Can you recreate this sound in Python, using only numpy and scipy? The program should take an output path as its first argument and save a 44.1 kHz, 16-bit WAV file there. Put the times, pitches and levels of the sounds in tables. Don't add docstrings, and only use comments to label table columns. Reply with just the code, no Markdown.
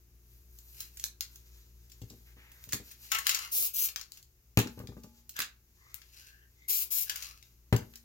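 import sys
import numpy as np
from scipy import signal
from scipy.fft import rfft, irfft
from scipy.io import wavfile

SR = 44100
rng = np.random.default_rng(int(sys.argv[2]) if len(sys.argv) > 2 else 0)


def store_wav(level_fs):
    pcm = np.round(np.clip(np.atleast_2d(level_fs), -1, 1) * 32767)
    wavfile.write(sys.argv[1], SR, pcm.T.astype(np.int16))


N = 354563
TIME = np.arange(N) / SR



def from_db(db):
    return 10 ** (np.asarray(db) / 20)


def rms_one(x):
    return x / np.sqrt(np.mean(x ** 2) + 1e-20)


def at_hz(points, hz):
    f, value = np.transpose(points)
    return np.interp(np.log(np.maximum(hz, 1)), np.log(f), value)


def drift(rate):
    knots = rng.standard_normal(N // 8)
    return np.interp(TIME * rate, np.arange(len(knots)), knots)


def colour(x, *spectra, size=2048):
    hz = np.arange(size // 2 + 1) * SR / size
    level_db = sum(at_hz(s, hz) for s in spectra)
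    cepstrum = irfft(np.log(from_db(level_db)))
    cepstrum[1:size // 2] *= 2
    cepstrum[size // 2 + 1:] = 0
    response = irfft(np.exp(rfft(cepstrum)))
    return signal.fftconvolve(x, response / np.linalg.norm(response))[:len(x)]


def high_pass(x, order, hz):
    return signal.sosfilt(signal.butter(order, hz, "high", fs=SR, output="sos"), x)


def ring(x, hz, t60):
    radius = np.exp(-np.log(1000) / (t60 * SR))
    w = 2 * np.pi * hz / SR
    feedback = [1, -2 * radius * np.cos(w), radius * radius]
    return signal.lfilter([0, np.sin(w)], feedback, x + 1e-18)


def grains(per_s, spread_db, size=N):
    height_db = spread_db * np.minimum(rng.exponential(1, size), 4)
    heights = from_db(height_db) * rng.choice([-1, 1], size)
    return rms_one(heights * (rng.random(size) < per_s / SR))


def stroke(start_s, length_s, db, sag_db, attack_s, release_s):
    t = np.maximum(TIME - start_s, 0)
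    held = from_db(db - sag_db * np.minimum(t / length_s, 1))
    onset = 1 - np.exp(-t / attack_s)
    return held * onset * np.exp(-np.clip((t - length_s) / release_s, 0, 20))


def place(x, pan_db, lag_s_per_db=.00008):
    lag = round(pan_db * lag_s_per_db * SR)
    left = np.pad(x, (max(-lag, 0), 0))[:len(x)]
    right = np.pad(x, (max(lag, 0), 0))[:len(x)]
    return np.array([left * from_db(pan_db / 2), right * from_db(-pan_db / 2)])


def diffuse(mid, side, apart_hz=900):
    side = high_pass(side, 2, apart_hz)
    return np.array([mid + side, mid - side])


def add(track, s, x):
    start = round(s * SR)
    track[..., start:start + x.shape[-1]] += x[..., :N - start]


# time_s, level_db
DRONE = [(0.0, -61), (2.22, -59), (4.36, -69), (4.79, -58), (5.22, -67), (7.86, -64), (8.04, -68)]
# pitch_hz, level_db
HUM_LINES = [(59, -0.5), (118, -11.5), (177, -21), (236, -25), (295, -29), (356, -22), (432, -26)]
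# freq_hz, level_db
AIR_COLOUR = [(15, -33.5), (25, -9), (70, -1), (180, -19), (309, -23), (363, -19), (405, -24.5), (695, -32),
              (1650, -34), (2760, -32.5), (3160, -37), (6740, -28.5), (8590, -40.5), (12900, -26.5),
              (16000, -29.5)]
AIR_FOLLOWS = .25


def room_tone():
    hum = 0
    for hz, level_db in HUM_LINES:
        line = np.sin(2 * np.pi * hz * TIME + 0.63 * drift(7.7))
        hum = hum + from_db(level_db) * line * from_db(2.2 * drift(11))
    air = diffuse(*(colour(noise, AIR_COLOUR) for noise in rng.standard_normal((2, N))))
    drone_db = np.interp(TIME, *np.transpose(DRONE))
    air_db = -66.8 + AIR_FOLLOWS * (drone_db - drone_db.mean())
    tone = from_db(drone_db + 4) * hum + from_db(air_db) * air
    return tone * from_db([[1.2], [-1.2]])


# middle_s, half_length_s, brush_db, whisper_db
SHIFTS = [(0.34, .09, -73, -63), (0.6, .1, -72, -62), (0.78, .12, -63, -52), (1.0, .05, -63, -54),
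          (1.34, .08, -67, -61), (1.54, .1, -65, -64), (1.82, .2, -75, -71), (2.17, .22, -70, -64),
          (2.62, .1, -67, -60), (2.89, .06, -61, -55), (3.04, .045, -59, -51), (3.35, .25, -62, -58),
          (4.16, .045, -63, -61), (4.76, .08, -71, -64), (5.0, .14, -74, -71), (5.17, .035, -68, -68),
          (5.9, .13, -67, -70), (6.19, .16, -69, -66), (6.6, .08, -74, -78), (7.17, .11, -62, -56),
          (7.47, .07, -74, -70), (7.88, .12, -72, -64)]
# freq_hz, level_db
RUSTLE_COLOUR = [(600, -14), (1500, -7), (3000, -4), (6800, 1), (8000, -8), (9500, -25), (16000, -40)]
# freq_hz, level_db
WHISPER_COLOUR = [(4000, -40), (8000, -9), (10500, -3.5), (13000, 2), (16000, 0.5)]
RESTING_BRUSH_DB, RESTING_WHISPER_DB = -86, -80


def rustle():
    brushing, whispering = from_db(RESTING_BRUSH_DB), from_db(RESTING_WHISPER_DB)
    for middle_s, half_s, brush_db, whisper_db in SHIFTS:
        speed = np.exp(-np.minimum(((TIME - middle_s) / half_s) ** 2, 20))
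        brushing = brushing + from_db(brush_db) * speed
        whispering = whispering + from_db(whisper_db) * speed
    touch = from_db(2.0 * drift(45))
    brush = colour(grains(per_s=5000, spread_db=3.0) * touch * brushing, RUSTLE_COLOUR)
    whisper = colour(grains(per_s=8000, spread_db=3.0) * touch * whispering, WHISPER_COLOUR)
    return place(from_db(-1.8) * brush + from_db(-1.2) * whisper, pan_db=2.0)


# start_s, level_db, body_db, edge_db, left_over_right_db, decay_s
SNAPS = [(0.587, -35.5, -21, 3, 3.5, .003), (0.804, -21, -9.5, 5.5, 2.5, .005),
         (0.971, -28.5, -13.5, 4.5, -1.5, .004), (0.997, -24, -14.5, 4, -0.5, .003),
         (1.04, -10.5, -11, 2, -0.5, .002), (1.208, -13, -11.5, -1, 4, .0016),
         (1.358, -33, -18.5, 1, 1.5, .0026), (1.897, -45, -12, 0, 6.5, .006),
         (1.917, -40, -16.5, -4.5, 5, .006), (2.016, -40.5, -9, -3.5, 3.5, .006),
         (2.099, -39, -14.5, -4.5, 3, .007), (2.517, -35.5, 1.5, 13, -0.5, .004),
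         (2.64, -26.5, -8.5, 8.5, -0.5, .0015), (2.69, -29.5, -6.5, 2.5, -0.5, .004),
         (2.723, -18, -5.5, 5.5, -0.5, .0046), (2.731, -9.5, -8, 5.5, 0.5, .0033),
         (2.7445, -19.5, -0.5, 1, -1.5, .0014), (2.912, -32.5, -7, 6, 4.5, .007),
         (3.117, -12, -4.5, 1.5, 7, .005), (3.147, -15, 0, -2.5, 5, .005), (3.185, -17, -2, 2.5, 7, .005),
         (3.2675, -6.5, -9.5, -1, 7, .0035), (3.292, -10.5, -9.5, -2, 5, .007),
         (3.3455, -14, -9.5, -1, 5, .006), (3.388, -23, -8, -1, 5, .005),
         (3.886, -26.5, -7.5, -5, 4.5, .0046), (3.96, -17, -8.5, -4, 6, .0024),
         (3.994, -34.5, -6, -4, 4, .005), (4.012, -27, -13, -6, 7, .003), (4.12, -26, -22.5, -3, 6, .0013),
         (4.172, -36.5, -9.5, 1.5, 4.5, .0046), (4.227, -39, -21, -2.5, 3.5, .003),
         (4.573, -6.5, -1, -3, 2, .002), (4.589, -10.5, -2, 0.5, 2, .0026),
         (4.6, -17, -4.5, -3.5, -1, .003), (4.672, -28, -5, -7.5, 2, .003),
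         (4.791, -34, -4, 5.5, 1.5, .003), (4.872, -33, -8.5, -8.5, 4.5, .002),
         (5.034, -38, -19, -1, 0.5, .006), (5.293, -25, -21, 4.5, -0.5, .0035),
         (5.365, -25, -4.5, 0.5, 2, .003), (5.39, -15.5, 0.5, 3.5, 0, .003),
         (5.402, -14.5, 0, -1, -1, .004), (5.418, -21, -2.5, -4.5, 0, .006),
         (5.9435, -15, -7, 9, 9.5, .0005), (6.017, -41, -7.5, -9, 7.5, .004), (7.096, -15, -6, -2, 5, .004),
         (7.158, -21, -8, 2, 5.5, .004), (7.223, -27, -8, -2.5, 6, .005), (7.426, -39, -7.5, -2.5, 5, .003),
         (7.726, -23.5, 6, -7, 5, .004), (7.763, -19.5, -2, 1, 3.5, .003), (7.937, -41, 1, -6.5, 3, .003),
         (7.956, -31, -13, -0.5, 3.5, .004)]
# freq_hz, level_db
SNAP_COLOUR = [(200, -26), (700, -20), (1500, -5), (2800, -2), (4500, 0), (7000, 2), (8600, -9),
               (10500, -5), (13000, -1), (16000, -1)]


def snaps(rise_share=.2, crack_s=.0013, size=4096):
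    out, t = np.zeros((2, N)), np.arange(size) / SR
    usual_body, usual_edge = np.mean(SNAPS, axis=0)[2:4]
    for start_s, db, body_db, edge_db, pan_db, decay_s in SNAPS:
        burst = grains(per_s=12000, spread_db=2.5, size=size) * np.exp(-t / decay_s)
        rise_s = rise_share * decay_s
        burst *= 1 - np.exp(-t / rise_s)
        burst /= np.linalg.norm(burst)
        burst[round(rise_s * SR)] += crack_s / decay_s
        burst *= np.sqrt(decay_s * SR / 2) / np.linalg.norm(burst)
        tint = [(1800, body_db - usual_body), (5000, 0), (12000, edge_db - usual_edge)]
        add(out, start_s, place(from_db(db - 7.5) * colour(burst, SNAP_COLOUR, tint), pan_db))
    return out


# give_s, level_db, build_s, fade_s
TEARS = [(0.808, -49, .09, .12), (1.04, -50, .04, .025), (2.733, -47, .05, .035), (2.9, -61, .13, .11),
         (3.115, -53, .15, .03), (3.122, -45, .008, .13), (3.29, -35, .075, .22), (3.455, -48, .05, .04),
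         (4.016, -56, .08, .06), (5.418, -44, .09, .03), (6.18, -54, .14, .07), (6.27, -60, .09, .16),
         (7.095, -52, .15, .12), (7.165, -48, .02, .28), (7.24, -49, .12, .11)]
# freq_hz, level_db
TEAR_COLOUR = [(180, -61), (300, -31), (455, -19), (614, -25), (1530, -9), (2140, -7), (2700, 0),
               (3520, -8), (4160, 0), (6850, -2.5), (8360, -16), (10700, -6), (16000, -7)]
TEAR_SWING_DB = 25


def tears():
    fibres = grains(per_s=1400, spread_db=3.5) * from_db(3.0 * drift(160))
    force = 0
    for give_s, db, build_s, fade_s in TEARS:
        away = np.maximum((give_s - TIME) / build_s, (TIME - give_s) / fade_s)
        force = force + from_db(db - TEAR_SWING_DB * np.clip(away, 0, 10))
    return place(from_db(0.8) * colour(fibres * force, TEAR_COLOUR), pan_db=4.5)


# start_s, level_db, boom_db, clack_db, can_ring_db
BLOWS = [(2.018, -42, 4, -22, -18), (2.036, -48, 8, -20, -20), (2.106, -44, -8, -16, -3),
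         (2.135, -48, -5, -18, -10), (2.368, -53, -4, 3, -20), (2.674, -49, -4, -4, -20),
         (2.735, -33, -4, 2, -9.5), (2.8, -43, -8, -6, -24), (4.573, -12.5, -4, 2, -10),
         (4.59, -23, -4, 3, -16), (4.661, -34, -6, -8, -12), (4.775, -37, -8, -1, -3.5),
         (4.801, -36, -9, -1, 1), (4.838, -39, -3, -10, -8), (4.889, -39, 0, -12, -10),
         (4.921, -45, -4, -3, 2), (4.968, -38, -12, -8, 4), (5.042, -42, -15.5, -7, 6),
         (5.392, -42, -14, 6, -20), (7.726, -13.5, -3, 4, -18), (7.743, -26, 6.5, -4, -25.5),
         (7.82, -39, -2, 0, -10)]
# freq_hz, level_db
THUD_COLOUR = [(30, -22), (60, -13), (100, -3), (180, -1), (280, 0), (430, -3), (680, -11), (1100, -10),
               (2500, -19), (6000, -32)]
# pitch_hz, level_db, t60_s
TABLE_MODES = [(96, -8, .11), (118, -2.5, .14), (134, -10, .09), (165, -15, .11), (196, -10.5, .16),
               (254, -9, .18), (312, -14, .1), (403, -14, .16), (440, -22, .11), (475, -18, .15),
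               (579, -28, .1), (775, -22, .08)]
# pitch_hz, level_db, t60_s
CAN_MODES = [(234, -22, .9), (610, -38, .5), (853, -35, .7), (1187, -19, .12), (1500, -24, .08),
             (2720, -26, .2)]


def blows(contact_s=0.0013, thud_s=0.015, boom_below_hz=150, size=16384):
    thuds, pushes, booms, rims = np.zeros((4, N))
    t = np.arange(size) / SR
    push = np.exp(-t / contact_s * 2 * np.pi)
    push /= push.sum()
    for start_s, db, boom_db, clack_db, can_db in BLOWS:
        rattle = rng.standard_normal(size) * np.exp(-t / thud_s)
        thud = colour(rattle, THUD_COLOUR, [(400, 0.017), (1200, clack_db)])
        add(thuds, start_s, from_db(db - 10.5) * thud)
        add(pushes, start_s, from_db(db) * push)
        add(booms, start_s, from_db(db + boom_db) * push)
        add(rims, start_s, from_db(db + can_db) * push)
    top = 0
    for hz, db, t60 in TABLE_MODES:
        struck = booms if hz < boom_below_hz else pushes
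        top = top + from_db(db) * ring(struck, hz, t60)
    can = sum(from_db(db) * ring(rims, hz, t60) for hz, db, t60 in CAN_MODES)
    heard = place(thuds, pan_db=2.0) + place(can - top, pan_db=4.0, lag_s_per_db=.00004)
    return high_pass(heard, 3, 64)


# start_s, length_s, level_db, sag_db
REACHES = [(2.255, .035, -64, 3), (2.36, .27, -62, 7)]
# freq_hz, level_db
SLEEVE_COLOUR = [(400, -16.5), (1200, -9.5), (1900, 0), (2700, -4.5), (4500, -15.5), (12000, -29)]


def sleeve():
    sweep = sum(stroke(*reach, attack_s=.012, release_s=.03) for reach in REACHES)
    return place(colour(grains(per_s=7200, spread_db=2.2) * sweep, SLEEVE_COLOUR), pan_db=2.0)


# start_s, length_s, level_db, sag_db, slips_per_s, unevenness, pitch_ratio
SQUEAKS = [(3.116, .068, -32, 6.5, 222, .02, 1.0), (3.255, .21, -43, 5, 260, .48, 1.0),
           (5.361, .046, -49, -5, 400, .35, 1.21), (7.1, .14, -60, 2, 300, .5, 1.04)]
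# pitch_hz, width_hz, level_db
STRIP_MODES = [(1370, 240, -1), (2120, 350, -1), (2760, 300, -0.5)]


def squeak(start_s, length_s, db, sag_db, slips_per_s, unevenness, pitch_ratio):
    turns = np.cumsum(slips_per_s * np.exp(unevenness * drift(250))) / SR
    slips = np.diff(np.floor(turns), prepend=0) * from_db(2.0 * drift(200))
    tone = 0
    for hz, width_hz, level_db in STRIP_MODES:
        t60 = np.log(1000) / (np.pi * width_hz)
        tone = tone + from_db(level_db) * ring(slips, hz * pitch_ratio, t60)
    tone = rms_one(high_pass(tone, 4, 1050))
    gain = stroke(start_s, length_s, db, sag_db, attack_s=.002, release_s=.008)
    return place(from_db(-1.5) * tone * gain, pan_db=3.5)


# start_s, length_s, level_db, sag_db, left_over_right_db
PULLS = [(3.513, .155, -28.5, 3.5, 2.5), (3.733, .127, -31, -.5, 4.0), (6.679, .149, -27.5, 6.5, 5.5),
         (6.903, .129, -29, 7, 7.0)]
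# freq_hz, level_db
PULL_COLOUR = [(180, -56), (300, -30), (405, -24), (565, -31), (856, -30), (946, -32), (1510, -26),
               (1810, -34), (2100, -21.5), (2650, -14.5), (3190, -18), (6960, -8), (8640, -16),
               (12700, 0.5), (16000, -3)]


def pulls():
    bonds = grains(per_s=9000, spread_db=2.0) * from_db(1.9 * drift(300))
    out = 0
    for *pull, pan_db in PULLS:
        gain = stroke(*pull, attack_s=.014, release_s=.009)
        out = out + place(colour(bonds * gain, PULL_COLOUR), pan_db)
    return from_db(3.0) * out


def gliding_ring(x, hz, width_hz):
    turn = np.exp(2j * np.pi * np.cumsum(hz) / SR)
    inside = signal.sosfilt(signal.butter(2, width_hz / 2, fs=SR, output="sos"), x / turn)
    return rms_one((inside * turn).real)


# start_s, length_s, level_db, first_pitch_hz, last_pitch_hz,
# overtone_db
RUBS = [(5.35, .05, -39.5, 1580, 1700, -14), (5.76, .24, -70, 1060, 1350, 3),
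        (6.15, .29, -65, 1560, 1720, -10), (6.55, .1, -64.5, 2050, 2150, -10),
        (7.04, .1, -54, 1750, 1480, -8), (7.18, .06, -56, 2320, 2220, -8),
        (7.22, .12, -64.5, 1100, 1290, -8)]
RUB_WIDTH_HZ, RUB_OVERTONE_RATIO = 200, 1.7


def rubs(size=20000):
    out, t = np.zeros(N), np.arange(size) / SR
    for start_s, length_s, db, first_hz, last_hz, overtone_db in RUBS:
        friction = grains(per_s=1200, spread_db=2.5, size=size) * from_db(3.0 * drift(50)[:size])
        hz = np.interp(t, [0, length_s], [first_hz, last_hz])
        note = gliding_ring(friction, hz, RUB_WIDTH_HZ)
        overtone = gliding_ring(friction, hz * RUB_OVERTONE_RATIO, RUB_WIDTH_HZ * RUB_OVERTONE_RATIO)
        note += from_db(overtone_db) * overtone
        gain = stroke(0, length_s, db, sag_db=0, attack_s=.04, release_s=.013)[:size]
        add(out, start_s, note * gain)
    return place(from_db(-2.0) * out, pan_db=3.0)


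# freq_hz, t60_s
ROOM_T60 = [(100, .26), (500, 0.32), (1200, .25), (2600, .23), (7000, 0.18), (15000, 0.15)]


def room(x, wet_db, build_s=0.0037, size=24000):
    t, edges_hz = np.arange(size) / SR, np.geomspace(40, 20000, 10)
    echoes = grains(per_s=5000, spread_db=2.0, size=4 * size).reshape(2, 2, size)
    tail = 0
    for k, (low, high) in enumerate(zip(edges_hz, edges_hz[1:])):
        band = signal.sosfilt(signal.butter(2, [low, high], "band", fs=SR, output="sos"), echoes[k % 2])
        tail = tail + band * np.exp(-np.log(1000) * t / at_hz(ROOM_T60, np.sqrt(low * high)))
    tail = diffuse(*tail, apart_hz=450) * (1 - np.exp(-(t / build_s) ** 2))
    tail /= np.linalg.norm(tail, axis=1, keepdims=True)
    return x + from_db(wet_db) * signal.fftconvolve(x, tail, axes=1)[:, :N]


def scene():
    squeaks = sum(squeak(*row) for row in SQUEAKS)
    handling = rustle() + snaps() + tears() + sleeve() + squeaks + rubs()
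    paper = room(handling, wet_db=-4.5) + room(pulls(), wet_db=-3.5)
    return room_tone() + paper + room(blows(), wet_db=-10.0)


CUTOFF_HZ = 15900


def record(dry):
    return signal.sosfilt(signal.ellip(10, .2, 70, CUTOFF_HZ, fs=SR, output="sos"), dry)


dry = scene()
out = record(dry)
store_wav(out)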